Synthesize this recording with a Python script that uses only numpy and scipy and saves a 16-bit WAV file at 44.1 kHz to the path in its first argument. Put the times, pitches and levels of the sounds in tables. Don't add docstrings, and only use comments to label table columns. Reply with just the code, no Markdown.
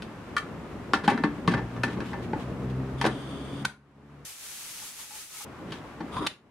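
import sys
import numpy as np
from scipy import signal
from scipy.fft import rfft, irfft, next_fast_len
from scipy.io import wavfile
from scipy.ndimage import uniform_filter1d

SR = 44100
rng = np.random.default_rng(int(sys.argv[2]) if len(sys.argv) > 2 else 0)


def dump_mix(stems):
    frames = np.atleast_2d(stems).T
    limited = np.clip(frames, -1, 1)
    pcm = np.round(limited * 32767).astype(np.int16)
    wavfile.write(sys.argv[1], SR, pcm)


N = 286694
T = np.arange(N) / SR


def undb(db):
    return 10 ** (np.asarray(db) / 20)


def unit(x):
    return x / np.sqrt(np.mean(x ** 2))


def fade(t, t60):
    return np.exp(-np.log(1000) * t / t60)


def swell(s, width_s):
    return np.exp(-((T - s) / width_s) ** 2)


def gate(start, end, rise, fall):
    opening = np.clip((T - start) / rise, 0, 1)
    closing = np.clip((end - T) / fall + .5, 0, 1)
    return opening * closing


def walk(rate):
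    hold = int(SR / rate)
    steps = np.repeat(rng.standard_normal(N // hold + 1), hold)
    return 1.3 * uniform_filter1d(uniform_filter1d(steps, hold), hold)[:N]


def band(x, lo_hz, hi_hz):
    return signal.sosfilt(signal.butter(3, [lo_hz, hi_hz], "band", fs=SR, output="sos"), x)


def colour(x, points):
    hz, db = np.transpose(points)
    size = next_fast_len(N)
    f = np.maximum(np.fft.rfftfreq(size, 1 / SR), 1)
    gain = undb(np.interp(np.log(f), np.log(hz), db))
    return irfft(rfft(x, size) * gain, size)[..., :N]


def resonate(x, peaks):
    return sum(undb(db) * signal.lfilter(*signal.iirpeak(hz, hz / width, fs=SR), x) for hz, width, db in peaks)


# frequency in Hz, side minus mid in dB.
WIDTH = [(60, -16), (200, -15), (400, -13), (700, -7.5), (1300, -7), (2400, -2), (4400, -0.5), (9000, -0.5),
         (15000, -0.5)]


def spread(mid, side):
    return mid + np.array([[1], [-1]]) * colour(side, WIDTH)


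def wide_noise():
    return spread(*rng.standard_normal((2, N)))


def grit(rate, scatter_db):
    clicks = (rng.random((2, N)) < rate / SR) * rng.standard_normal((2, N))
    return unit(clicks * undb(scatter_db * rng.standard_normal((2, N))))


def place(hits):
    out = np.zeros(N + SR)
    for s, hit in hits:
        i = int(s * SR)
        out[i:i + len(hit)] += hit
    return out[:N]


def free_rings(modes):
    t = np.arange(SR // 3) / SR
    hz, db, t60 = np.transpose(modes)[:, :, None]
    return undb(db) * np.sin(2 * np.pi * hz * t) * fade(t, t60)


def strikes(rows, modes):
    ring = (-1) ** np.arange(len(modes)) @ free_rings(modes)
    return place((s, undb(db) * ring) for s, db, *_ in rows)


def kitchen(x, early_db=-10, early_t60=0.054, late_db=-14.0, late_t60=0.26,
            treble_t60=0.22, treble_hz=2500, build_s=0.027, side_db=6):
    t = np.arange(SR // 2) / SR
    early, late = rng.standard_normal((2, 2, len(t)))
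    early = unit(early * fade(t, early_t60) * (t > .001))
    low = signal.sosfiltfilt(signal.butter(2, treble_hz, fs=SR, output="sos"), late)
    tail = low * fade(t, late_t60) + (late - low) * fade(t, treble_t60)
    late = unit(tail * np.minimum(t / build_s, 1))
    early_gain = undb(early_db + np.array([[0], [side_db]]))
    response = (early_gain * early + undb(late_db) * late) / np.sqrt(len(t))
    return x + spread(*signal.fftconvolve(x[None], response, axes=1)[:, :N])


HUSH_DB, HUSH_FALL_S, HUSH_RECOVER_S = -28, 0.069, 0.57


def hush():
    since = np.maximum(T - np.array(SNAPS)[:, :1], 0)
    dips = (1 - np.exp(-since / HUSH_FALL_S)) * np.exp(-since / HUSH_RECOVER_S)
    return undb(HUSH_DB * np.sum(dips, axis=0))


HUM_START_S, HUM_END_S = 1.48, 4.255
HUM_START_HZ, HUM_CLIMB_HZ_PER_S = 58.58, 4.85
# time in seconds, level in dB.
HUM_LEVEL = [(1.5, -41.5), (2.5, -43), (2.66, -37), (3.03, -37), (3.22, -47), (3.6, -41), (4.25, -43)]
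# multiple of the fundamental, level in dB.
HUM_ORDERS = [(1, -8), (2, 1.5), (3, -5), (4, -9), (5, -16.5), (6, -13), (7, -39)]


def hum(jitter=0.0074, flutter_db=3.0):
    hz = HUM_START_HZ + HUM_CLIMB_HZ_PER_S * (T - HUM_START_S)
    phase = 2 * np.pi * np.cumsum(hz * (1 + jitter * walk(39.84))) / SR
    tone = 0
    for order, db in HUM_ORDERS:
        gain = undb(db + flutter_db * walk(12))
        tone = tone + gain * np.sin(order * phase + rng.uniform(0, 2 * np.pi))
    level = undb(np.interp(T, *np.transpose(HUM_LEVEL)))
    return np.sqrt(2) * tone * level * gate(HUM_START_S, HUM_END_S, 0.026, 0.017)


RUMBLE_DB, RUB_DB = -41, -47.5
PRESS_S, PRESS_WIDTH_S = 2.1, 0.81
PRESS_RUMBLE_DB, PRESS_RUB_DB = 3.5, 1.5
# frequency in Hz, density in dB per Hz.
RUSH = [(25, -23), (60, -4), (95, -4.5), (135, -2), (230, -1.5), (360, -5), (720, -13.5), (1150, -15),
        (2780, -29), (4400, -38), (11800, -48.5), (15000, -52)]


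def handling(split_hz=750):
    press = swell(PRESS_S, PRESS_WIDTH_S)
    rumble = unit(band(colour(wide_noise(), RUSH), 29.6, split_hz))
    rub = unit(band(colour(wide_noise(), RUSH), split_hz, 13400))
    rumble *= undb(RUMBLE_DB + PRESS_RUMBLE_DB * press + 2.04 * walk(24.91))
    rub *= undb(RUB_DB + PRESS_RUB_DB * press + 0.61 * walk(20))
    return (rumble + rub) * (1 - gate(STEAM_START_S, STEAM_END_S, 0.0042, .004))


STEAM_START_S, STEAM_END_S = 4.248, 5.448
STEAM_DB, SPUTTER_S = -41, 0.055
# frequency in Hz, density in dB per Hz.
JET = [(25, -17), (60, -11.5), (200, -10), (450, -13.5), (700, -13.5), (1000, -11.5), (2300, -8),
       (4800, -9), (6500, -7.5), (10500, -8), (13000, -13), (15600, -19.5)]
# frequency in Hz, width in Hz, level in dB.
VENT = [(860, 15, 4), (1280, 45, 0), (6200, 21, 13), (6400, 93, -7), (10000, 60, -8)]
# time in seconds, change of level in dB.
SPUTTERS = [(4.365, -5), (4.87, 1.5), (4.945, -5), (5.02, 3.5), (5.065, -6), (5.285, -6)]


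def steam(whistle_db=-16):
    jet = unit(colour(wide_noise(), JET))
    whistle = unit(resonate(wide_noise(), VENT))
    flow_db = STEAM_DB + sum(db * swell(s, SPUTTER_S) for s, db in SPUTTERS) + 0.33 * walk(40)
    on = gate(STEAM_START_S, STEAM_END_S, 0.0046, 0.011)
    return (jet + undb(whistle_db) * whistle) * undb(flow_db) * on


SPIT_RISE_S, SPIT_T60_S, SPIT_LO_HZ, SPIT_HI_HZ = 0.004, 0.11, 800, 1330
GURGLE_WIDTH_HZ = 27
# time in seconds, level in dB.
SPITS = [(4.818, -47), (4.985, -45), (5.102, -49), (5.342, -50), (5.402, -42.5)]
# start in seconds, end in seconds, level in dB, pitch in Hz.
GURGLES = [(4.952, 5.07, -64, 860), (5.108, 5.175, -57, 853), (5.285, 5.443, -61, 1280),
           (5.344, 5.36, -56, 1285), (5.363, 5.39, -53, 2200)]


def burbles():
    flow = rng.standard_normal(N)
    envelope = 0
    for s, db in SPITS:
        t = np.maximum(T - s, 0)
        envelope = envelope + undb(db) * (1 - np.exp(-t / SPIT_RISE_S)) * fade(t, SPIT_T60_S)
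    out = envelope * unit(band(flow, SPIT_LO_HZ, SPIT_HI_HZ))
    for start, end, db, hz in GURGLES:
        note = unit(resonate(flow, [(hz, GURGLE_WIDTH_HZ, 0)]))
        out = out + undb(db) * note * gate(start, end, 0.008, 0.03)
    return out


# time in seconds, half length in seconds, level in dB.
RUBS = [(1.922, 0.036, -48), (2.083, 0.046, -48), (2.242, 0.025, -50.5), (2.412, 0.03, -49),
        (2.706, 0.014, -52), (5.745, 0.052, -49)]
# frequency in Hz, density in dB per Hz.
RUB_COLOUR = [(500, -23), (1500, 3), (3200, 3.5), (5000, -8), (10000, -16), (15000, -28)]


def rubs():
    grain = unit(colour(spread(*grit(4000, 2.4)), RUB_COLOUR))
    return grain * sum(undb(db) * swell(s, width_s) for s, width_s, db in RUBS)


SLIPS_PER_S, SLIP_SCATTER_DB, SLIDE_WAVER_DB = 14000, 1.5, 0.8
# start in seconds, end in seconds, rise in seconds, squeak in dB,
# groan in dB, judder in dB, pitch factor of the squeak, width factor of the squeak.
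SLIDES = [(2.973, 3.631, 0.017, -51, -54.5, -43.5, 0.99, 1.24),
          (6.11, 6.203, 0.036, -44.5, -38, -53, 1.03, 1.3),
          (6.204, 6.268, 0.0021, -47, -36, -38.5, 1.044, 1)]
# frequency in Hz, width in Hz, level in dB.
SQUEAK = [(2650, 460, -4), (3240, 290, 5.5), (3494, 210, 6.5), (4580, 390, 0), (6060, 250, -12),
          (6920, 490, -18), (8500, 180, -3), (8900, 700, -18)]
# frequency in Hz, width in Hz, level in dB.
GROAN = [(790, 96, -3), (995, 150, 4.5), (1160, 110, 4)]
# frequency in Hz, width in Hz, level in dB.
JUDDER = [(203, 56, 1), (276, 16, 9), (360, 320, -6.5)]


def lock():
    clicks = spread(*grit(SLIPS_PER_S, SLIP_SCATTER_DB))
    out = np.zeros((2, N))
    for start, end, rise, squeak_db, groan_db, judder_db, pitch, blur in SLIDES:
        push = gate(start, end, rise, 0.0048)
        on = push > 0
        squeak = [(hz * pitch, width * blur, db) for hz, width, db in SQUEAK]
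        for db, peaks in ((squeak_db, squeak), (groan_db, GROAN), (judder_db, JUDDER)):
            skirts = [(hz, 2 * width, 0) for hz, width, _ in peaks]
            voice = resonate(resonate(clicks[:, on], peaks), skirts)
            out[:, on] += undb(db) * push[on] * unit(voice)
    return out * undb(SLIDE_WAVER_DB * walk(60))


SQUEAL_START_S, SQUEAL_END_S = 6.166, 6.197
SQUEAL_START_HZ, SQUEAL_CLIMB_HZ_PER_S, SQUEAL_DB = 980, 3900, -33


def squeal(jitter=0.014, flutter_db=2.5):
    elapsed_s = np.clip(T, SQUEAL_START_S, SQUEAL_END_S) - SQUEAL_START_S
    hz = SQUEAL_START_HZ + SQUEAL_CLIMB_HZ_PER_S * elapsed_s
    phase = 2 * np.pi * np.cumsum(hz * (1 + jitter * walk(300))) / SR
    level = undb(SQUEAL_DB + flutter_db * walk(150))
    return np.sqrt(2) * np.sin(phase) * level * gate(SQUEAL_START_S, SQUEAL_END_S, 0.0026, 0.017)


TILT_PIVOT_HZ = 1440
SPOT_LIFT_DB, SPOT_OCTAVES = 5.5, 0.49
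# low edge in Hz, high edge in Hz, gain in dB, ring length factor.
PARTS = [(122, 506, -0.1, 1.76), (500, 1020, -3, 1.26), (1052, 1904, -3, 1.56), (2290, 4420, -10, 1.5),
         (5550, 10800, -23.5, 1.97)]


def part_levels(db, tilt, thump_db, spot_hz):
    hz = np.array([np.sqrt(lo * hi) for lo, hi, *_ in PARTS])
    lift = SPOT_LIFT_DB * np.exp(-(np.log2(hz / spot_hz) / SPOT_OCTAVES) ** 2)
    return db + tilt * np.log2(hz / TILT_PIVOT_HZ) + thump_db * (hz == hz.min()) + lift


MODE_SCATTER_DB = 3.5
MODE_DETUNE = 0.0037


def knock(rings, levels_db, ring_db, contact_s, spot_hz, dense_t60, modes_db=-38.0, dense_db=-22,
          grate_db=-14, square_s=0.003, spot_db=-24, spot_t60=0.046, spot_damping=0.37):
    t = np.arange(rings.shape[1]) / SR
    weight = undb(MODE_SCATTER_DB * rng.uniform(-1, 1, len(rings))) * rng.choice([-1, 1], len(rings))
    detuned_t = t * (1 + MODE_DETUNE * rng.standard_normal())
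    ring = undb(modes_db + ring_db) * np.interp(detuned_t, t, weight @ rings)
    spot = undb(spot_db + spot_damping * ring_db) * np.sin(2 * np.pi * spot_hz * t) * fade(t, spot_t60)
    crack = (t == 0) * np.exp(-(contact_s / square_s) ** 2)
    rise = 1 - np.exp(-4 * t / contact_s)
    grating = undb(grate_db) * rng.standard_normal(len(t)) * np.exp(-(t / contact_s) ** 2)
    crowd = undb(dense_db) * rng.standard_normal(len(t))
    out = 0
    for (lo_hz, hi_hz, gain_db, length), db in zip(PARTS, levels_db):
        body = grating + spot + crowd * fade(t, dense_t60 * length) + ring
        part = band(crack + rise * body, lo_hz, hi_hz)
        onset_rms = np.sqrt(np.mean(part[:SR // 80] ** 2))
        out = out + undb(db + gain_db) * part / onset_rms
    return out


# frequency in Hz, level in dB, t60 in seconds.
LID_MODES = [(185.3, -3.5, 0.22), (222.8, -1, 0.25), (291.3, -3, 0.35), (346.3, -5, 0.23), (430, -8, 0.14),
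             (690, -9, 0.16), (794, -2.5, 0.3), (932, -3, 0.18), (1019, -10, 0.15), (1108, -1.5, 0.13),
             (1187, -3.5, 0.12), (1328, -1, 0.14), (1528, -6, 0.12), (1640, -6, 0.25), (1735, -4, 0.21),
             (1768, -0.5, 0.25), (2050, -5, 0.26), (2280, -4, 0.176), (2611, -4, 0.17), (2686, -2.5, 0.22),
             (2918, -5, 0.15), (3230, -0.5, 0.18), (3470, -3, 0.17), (3844, -7.5, 0.13), (4662, -6, .11),
             (5750, 2, 0.15)]


def knocks(contacts, dense_t60, soft_hz=11500):
    rings = free_rings(LID_MODES)
    hits = []
    for s, db, tilt, thump_db, ring_db, contact_s, spot_hz in contacts:
        levels_db = part_levels(db, tilt, thump_db, spot_hz)
        hits.append((s, knock(rings, levels_db, ring_db, contact_s, spot_hz, dense_t60)))
    return signal.sosfilt(signal.butter(2, soft_hz, fs=SR, output="sos"), place(hits))


SNAP_TILT_DB_PER_OCTAVE, SNAP_CONTACT_S = 7.1, 20 / SR
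SNAP_RING_DB, SNAP_THUMP_DB = -28, -23
GRAZE_TILT_DB_PER_OCTAVE, GRAZE_DB, GRAZE_CONTACT_S = 3.5, -1.5, 0.005
# time in seconds, strength in dB, pitch of the struck spot in Hz,
# lead of the graze in seconds.
SNAPS = [(3.6523, -31, 1538, 0.004), (6.2697, -32.5, 3000, 0.006)]


def snaps():
    damped = SNAP_THUMP_DB, SNAP_RING_DB
    rows = []
    for s, db, spot_hz, lead_s in SNAPS:
        rows.append((s - lead_s, db + GRAZE_DB, GRAZE_TILT_DB_PER_OCTAVE, *damped, GRAZE_CONTACT_S, spot_hz))
        rows.append((s, db, SNAP_TILT_DB_PER_OCTAVE, *damped, SNAP_CONTACT_S, spot_hz))
    return rows


SNAP_CROWD_T60_S = 0.02
PIN_DB = 7
# frequency in Hz, level in dB, t60 in seconds.
PIN_MODES = [(1130, -3, 0.015), (1500, -1, 0.01), (2660, -8, 0.019), (3920, -8, 0.016)]


def pin():
    return knocks(snaps(), SNAP_CROWD_T60_S) + undb(PIN_DB) * strikes(SNAPS, PIN_MODES) + squeal()


# start in seconds, end in seconds, contacts a second, level in dB.
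CHATTER = [(1.098, 1.16, 68.7, -42), (1.545, 1.581, 89, -42), (1.862, 1.971, 55, -49),
           (3.065, 3.078, 127, -39.5)]


def chatter(tilt=-2.0, thump_db=2, ring_db=-4, contact_s=0.018, scatter_db=-0.2):
    rows = []
    for start, end, rate, db in CHATTER:
        for s in rng.uniform(start, end, int((end - start) * rate)):
            strength_db = db + scatter_db * rng.standard_normal()
            rows.append((s, strength_db, tilt, thump_db, ring_db, contact_s, rng.uniform(846, 2046)))
    return rows


BOOM_RISE_S, BOOM_T60_S = 0.0016, 0.084
BOOM_OVERTONE, BOOM_OVERTONE_DB = 1.41, -11
# time in seconds, level in dB, pitch in Hz.
BOOMS = [(0.937, -20.5, 280), (1.077, -17, 209), (1.094, -20, 233), (1.119, -28, 273), (1.145, -17, 247),
         (1.201, -19.5, 266), (1.237, -13, 214), (1.383, -24.5, 200), (1.477, -12, 181),
         (1.512, -19.5, 238), (1.538, -22, 135), (1.848, -23.5, 250), (3.066, -21, 325),
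         (2.357, -25.5, 305), (6.008, -26.5, 332), (6.04, -29, 276), (6.205, -24, 300), (6.217, -29, 383)]


def booms():
    t = np.arange(SR // 4) / SR
    shape = (1 - np.exp(-t / BOOM_RISE_S)) * fade(t, BOOM_T60_S)
    hits = []
    for s, db, hz in BOOMS:
        overtone = undb(BOOM_OVERTONE_DB) * np.sin(2 * np.pi * hz * BOOM_OVERTONE * t)
        hits.append((s, undb(db) * shape * (np.sin(2 * np.pi * hz * t) + overtone)))
    return band(place(hits), 95, 900)


# time in seconds, strength in dB.
CLINKS = [(0.366, -20), (0.3682, -27), (0.3765, -27.5)]
# frequency in Hz, level in dB, t60 in seconds.
RIM_MODES = [(1130, 3, 0.048), (1204, 4, 0.063), (1330, -11, 0.11), (1400, 0, 0.029), (1710, -7, 0.073),
             (1774, -8, 0.11), (1950, -9, 0.07), (2300, -21.5, 0.21), (3160, -23, 0.12)]
# time in seconds, strength in dB, # brightness
# in dB per octave, extra thump of the pot in dB, free ringing in dB, contact time in seconds, # pitch of the
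# struck spot in Hz.
KNOCKS = [(0.021, -44, 4, 5, -8, 0.0028, 2680), (0.3655, -37, 6, -10, -15, 0.0025, 2350),
          (0.377, -37.5, 5.5, -10, -4, 0.008, 2300), (0.9345, -20.5, 0.3, -6.5, -7, 0.0005, 1388),
          (1.034, -40, 2, 8.5, -5, 0.029, 1750), (1.0777, -20.5, -0.5, -4.5, 1, 0.0019, 827),
          (1.096, -31.5, 2.5, -4, 5, 0.016, 1730), (1.175, -36, -1, -1, 0, 0.004, 1350),
          (1.237, -26, -2.5, -4, -1, 0.0013, 1773), (1.4765, -24, 0.3, 1, -2, 0.0006, 1130),
          (1.508, -37.5, 2, -2, 9, 0.024, 1800), (1.536, -30.5, -1, -0.5, 1.5, 0.0098, 1500),
          (1.762, -46.5, 0, -5, 7, 0.0013, 1190), (1.834, -25, 1.5, -1, -5, 0.003, 1773),
          (1.877, -42.5, 0, 6, 2, 0.0074, 1500), (2.003, -38.5, 0, 6, 2, 0.003, 1690),
          (2.131, -40, -3, -19, 2, 0.0035, 1646), (2.332, -37.5, -6.5, -8.5, -7.5, 0.0027, 875),
          (3.012, -28, 3, -11, 0, 0.0044, 943), (3.04, -29, -1.5, 0.5, -19, 0.006, 665),
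          (3.051, -25, -1, -1, -11, 0.0017, 725), (3.06, -28.5, 3.5, 10.5, -14, 0.011, 690),
          (5.7213, -41, 3.5, 3, 0, 0.0019, 2918), (6.003, -42, -2, -1, 2, 0.012, 895),
          (6.167, -40, -1.5, -14, -12, 0.0014, 1005)]


def lid():
    return knocks(KNOCKS + chatter(), dense_t60=0.058) + strikes(CLINKS, RIM_MODES) + booms()


def scene(pan_db=0.95):
    steady = (hum() + handling()) * hush()
    cooker = steady + lock() + rubs() + steam() + kitchen(lid() + pin() + burbles())
    return cooker * undb(np.array([[pan_db], [-pan_db]]) / 2)


TOP_HZ = 15700


def record(dry):
    return signal.sosfilt(signal.ellip(10, .2, 70, TOP_HZ, fs=SR, output="sos"), dry)


dry = scene()
out = record(dry)
dump_mix(out)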